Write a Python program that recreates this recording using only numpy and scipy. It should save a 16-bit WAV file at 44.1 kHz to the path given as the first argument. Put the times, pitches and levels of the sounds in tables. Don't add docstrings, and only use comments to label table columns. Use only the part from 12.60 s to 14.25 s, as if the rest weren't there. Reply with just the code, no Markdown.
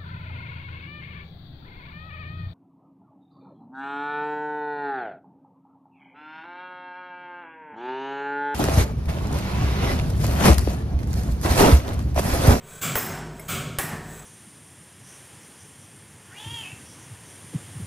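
import sys
import numpy as np
from scipy import signal
from scipy.fft import rfft, irfft, next_fast_len
from scipy.io import wavfile
from scipy.ndimage import uniform_filter1d

SR = 44100
rng = np.random.default_rng(int(sys.argv[2]) if len(sys.argv) > 2 else 0)


def wav_out(sig):
    wavfile.write(sys.argv[1], SR, np.round(np.clip(np.atleast_2d(sig).T, -1, 1) * 32767).astype(np.int16))


N = 72765
TIME = np.arange(N) / SR
CUTOFF_HZ, NEAR_BUILD_S = 15600, 0.0032

# start in seconds, level in dB, thud gain in dB, chisel ring level in dB,
# favoured ring frequency in Hz, crack tilt in dB per octave, rebound delay in seconds,
# rebound gain in dB, wall note in Hz, its gain in dB.
BLOWS = [(.3550, 2, 8.5, 5, 14600, -1.5, .0208, -3, 1550, -38),
         (1.1861, -2, 8.5, -8.5, 12240, 1, .0083, -5, 1816, -34.5)]
# start in seconds, level in dB, tilt in dB per octave,
# shift of the steel ring in Hz, its gain in dB.
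FAR_BLOWS = [(-.45, -1.5, 10, -2, -38), (0.2132, -0.5, 0, 0, -28), (.8810, -1.5, -0.5, 505.5, -33)]
# frequency in Hz, time to fall 60 dB (t60) in seconds.
ROOM_T60 = [(70, 2), (160, 1.79), (500, 1.59), (1400, 0.83), (3200, 0.98), (7500, 0.7), (11000, 0.37),
            (15000, 0.36)]


def from_db(db):
    return 10 ** (np.asarray(db) / 20)


def rms_one(x):
    return x / np.sqrt(np.mean(x ** 2) + 1e-20)


def at_hz(points, hz):
    frequencies, values = np.transpose(points)
    return np.interp(np.log(hz), np.log(frequencies), values)


def since(start):
    return np.maximum(TIME - start, 0)


def decay(start, t60, build_s=1 / SR):
    age = since(start)
    return (1 - np.exp(-age / build_s)) * np.exp(-np.log(1000) * age / t60)


def struck_mode(start, hz, t60, build_s=1 / SR):
    return decay(start, t60, build_s) * np.sin(2 * np.pi * hz * since(start))


def band_noise(hz, width_hz):
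    band = signal.butter(2, [hz - width_hz / 2, hz + width_hz / 2], "band", fs=SR, output="sos")
    return rms_one(signal.sosfilt(band, rng.standard_normal(N + SR // 10))[-N:])


def coloured(spectrum, envelope, tilt_db=0):
    size = next_fast_len(N + 1)
    bin_hz = np.maximum(np.fft.rfftfreq(size, 1 / SR), 1)
    octaves_hz = np.geomspace(60, 15360, 9)
    gains = from_db(at_hz(spectrum, bin_hz) + tilt_db * np.log2(bin_hz))
    passband = bin_hz / np.hypot(bin_hz, 20) * (bin_hz < CUTOFF_HZ)
    noise = rms_one(gains * passband) * rfft(rng.standard_normal(size))
    out = 0
    for hz in octaves_hz:
        band = np.interp(bin_hz, octaves_hz, octaves_hz == hz)
        out += envelope(hz) * irfft(noise * band, size)[:N]
    return out


def background():
    # frequency in Hz, relative spectral density in dB.
    rumble_spectrum = [(25, 6), (60, -0.5), (150, 8.5), (290, -12), (400, 4.5), (800, -8.5), (1300, -8),
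                       (3000, -17.5), (8000, -40), (15500, -56)]
    return from_db(-48.5) * coloured(rumble_spectrum, lambda hz: 1)


def far_blows():
    # frequency in Hz, relative spectral density in dB.
    far_spectrum = [(45, -24), (85, -7.5), (145, 1), (200, -8.5), (270, -8.5), (330, -16.5), (730, -15),
                    (900, -28), (1500, -12), (1900, -19), (2600, -14), (4200, -21), (5500, -22.5),
                    (6800, -15), (8300, -17), (9300, -20.5), (12000, -21.5), (15300, -11.5)]
    # frequency in Hz, bandwidth in Hz, level in dB.
    wall_modes = [(1115, 78, -37.5), (1330, 170, -33), (2272, 240, -35.5), (3194, 490, -36.5),
                  (4900, 130, -45.5)]
    build_s = 0.02
    out = 0
    for start, db, tilt_db, shift_hz, ring_db in FAR_BLOWS:
        swell = lambda hz: decay(start, at_hz(ROOM_T60, hz), build_s * (1000 / hz) ** 0.12)
        knock = from_db(-40.5) * decay(start, t60=0.083)
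        notes = sum(from_db(mode_db) * band_noise(hz, width_hz) * swell(hz)
                    for hz, width_hz, mode_db in wall_modes)
        steel = band_noise(7590 + shift_hz, width_hz=510) * decay(start, t60=0.61, build_s=build_s)
        blow = coloured(far_spectrum, lambda hz: knock + from_db(-23) * swell(hz), tilt_db)
        out += from_db(db) * (blow + notes + from_db(ring_db) * steel)
    return out


def room_boom():
    # frequency in Hz, level in dB, t60 in seconds.
    standing_waves = [(91.9, -38, 1.4), (147.7, -42, 1.5), (157.15, -35.5, 1.97), (219.5, -41.5, 1.64),
                      (246.9, -39, 0.86), (384.7, -44.5, 1.6), (577, -48.5, 1.5), (732, -47.5, 2.04),
                      (942, -51, 2.4), (1151, -49, 1.46), (1295, -53, 1.3)]
    build_cycles = 11
    waves = sum(from_db(db) * struck_mode(start + rng.random() / hz, hz, t60, build_cycles / hz)
                for start, *_ in BLOWS + FAR_BLOWS for hz, db, t60 in standing_waves)
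    lowest = sum(from_db(db - 36) * struck_mode(start + 0.0826, hz=51.94, t60=2, build_s=0.17)
                 for start, db, *_ in BLOWS)
    return waves + lowest


def grit():
    # time of the peak in seconds, Gaussian width in seconds, level in dB.
    trickles = [(0.15, 0.07, -44.5), (0.854, 0.094, -50), (1.559, 0.079, -45)]
    # frequency in Hz, relative spectral density in dB.
    grain_spectrum = [(700, -8), (1500, 2.5), (3000, -7.5), (5500, -11), (6600, -2.5), (7900, 1.5),
                      (9500, -6.5), (12000, -14.5), (15500, -1)]
    grains_per_s, spread_db = 2600, 2
    flow = sum(from_db(db) * np.exp(-((TIME - peak) / width) ** 2 / 2) for peak, width, db in trickles)
    impacts = (rng.random(N) < grains_per_s / SR) * rng.choice([-1, 1], N)
    strengths = from_db(spread_db * np.minimum(rng.exponential(1, N), 4))
    grain = coloured(grain_spectrum, lambda hz: decay(0, t60=0.057))
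    return flow * rms_one(signal.fftconvolve(impacts * strengths, grain)[:N])


def masonry_crack(start, tilt_db, rebound_s, rebound_db):
    # frequency in Hz, relative spectral density in dB.
    crack_spectrum = [(100, -19), (430, 0.5), (850, 3), (1300, 1), (2000, 0), (2700, -7), (3400, -6.5),
                      (4500, -18), (8500, -7.5), (12000, -9), (15500, -11.5)]
    crack_db, crack_t60, dull_hz = -16.5, 0.022, 2200
    crack = from_db(crack_db) * decay(start, crack_t60)
    crunch = from_db(-20) * decay(start, t60=0.23)
    rebound = from_db(crack_db + rebound_db) * decay(start + rebound_s, crack_t60)
    envelope = lambda hz: crack + crunch + rebound / (1 + (hz / dull_hz) ** 2)
    return coloured(crack_spectrum, envelope, tilt_db)


def chisel_ring(start, favoured_hz):
    # frequency in Hz, level when favoured in dB, t60 in seconds, bandwidth before spread in Hz.
    steel_modes = [(5140, -31, .7, 25), (5500, -29.5, 0.77, 230), (6470, -28, 0.65, 9.1),
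                   (7540, -29.5, 0.71, 120), (8080, -30.5, 0.59, 360), (11100, -20, 0.32, 34),
                   (12360, -31, 0.43, 15), (12450, -23.5, 0.32, 60), (14370, -24, 0.36, 44),
                   (15070, -25, 0.3, 220)]
    favour_db, favour_width_hz, spread_hz = 14, 1800, 18
    out = 0
    for hz, db, t60, width_hz in steel_modes:
        loss_db = favour_db * (1 - np.exp(-((hz - favoured_hz) / favour_width_hz) ** 2))
        out += from_db(db - loss_db) * decay(start, t60) * band_noise(hz, width_hz + spread_hz)
    return out


def room_tail(start):
    # frequency in Hz, relative spectral density in dB.
    tail_spectrum = [(35, -32), (60, -18), (167, -3.5), (305, -8), (385, -5), (533, -19.5), (721, -6.5),
                     (1230, -10.5), (1830, -7.5), (3670, -22), (6870, -19), (7900, -13.5), (12300, -20),
                     (13200, -31), (14100, -14.5), (15500, -12)]
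    bass_build_s, bass_hz = 0.078, 94
    build_s = lambda hz: NEAR_BUILD_S + bass_build_s / (1 + (hz / bass_hz) ** 2)
    envelope = lambda hz: decay(start, at_hz(ROOM_T60, hz), build_s(hz))
    return from_db(-25) * coloured(tail_spectrum, envelope)


def near_blows():
    pulse_s = 0.00014
    out = 0
    for (start, db, thud_db, ring_db, favoured_hz, tilt_db,
         rebound_s, rebound_db, wall_hz, wall_db) in BLOWS:
        age = since(start) / pulse_s
        pulse = from_db(-3) * age * (2 - age) * np.exp(-age)
        crack = masonry_crack(start, tilt_db, rebound_s, rebound_db)
        thud = from_db(thud_db - 23) * struck_mode(start, hz=55.6, t60=0.038)
        wall_note = from_db(wall_db) * band_noise(wall_hz, width_hz=160) * decay(start, t60=1.12)
        out += from_db(db) * (pulse + crack + thud + wall_note + room_tail(start))
        out += from_db(ring_db) * chisel_ring(start, favoured_hz)
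    return out


def late_echoes():
    # frequency in Hz, relative spectral density in dB.
    echo_spectrum = [(60, -11), (145, 3), (300, -8), (700, -8.5), (2500, -20), (8000, -59)]
    delay_s = 0.1394
    bumps = sum(from_db(db - 28.5) * decay(start + delay_s, t60=0.18, build_s=NEAR_BUILD_S)
                for start, db, *_ in BLOWS)
    return coloured(echo_spectrum, lambda hz: bumps)


def chisel_tick():
    # start in seconds, level in dB.
    touches = [(.796, -39.5)]
    # frequency in Hz, gain in dB, t60 in seconds.
    tick_modes = [(640, -1.5, 0.14), (2140, 3, 0.05), (2280, -12, 0.1), (5300, -10, 0.076),
                  (8240, -5, 0.049), (10030, 1.5, 0.039), (12400, -9, 0.19), (14170, -1, .05)]
    return sum(from_db(db + mode_db) * struck_mode(start, hz, t60)
               for start, db in touches for hz, mode_db, t60 in tick_modes)


def scene():
    mono = near_blows() + late_echoes() + far_blows() + room_boom() + chisel_tick() + grit() + background()
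    return np.array([mono, mono])


def record(dry):
    threshold_db, share, attack_s, release_db_per_s, ceiling = -21, 0.61, 0.00047, 30.5, 0.32
    level_db = 10 * np.log10(np.maximum(uniform_filter1d(dry[0] ** 2, size=64), 1e-12))
    wanted_db = np.maximum(level_db - threshold_db, 0) * share
    release_db = release_db_per_s * TIME
    held_db = np.maximum.accumulate(wanted_db + release_db) - release_db
    pole = np.exp(-1 / (attack_s * SR))
    duck_db = signal.lfilter([1 - pole], [1, -pole], held_db)
    limited = ceiling * np.tanh(dry * from_db(-duck_db) / ceiling)
    low_pass = signal.ellip(12, .2, 80, CUTOFF_HZ, fs=SR, output="sos")
    return signal.sosfilt(low_pass, limited)


dry = scene()
out = record(dry)
wav_out(out)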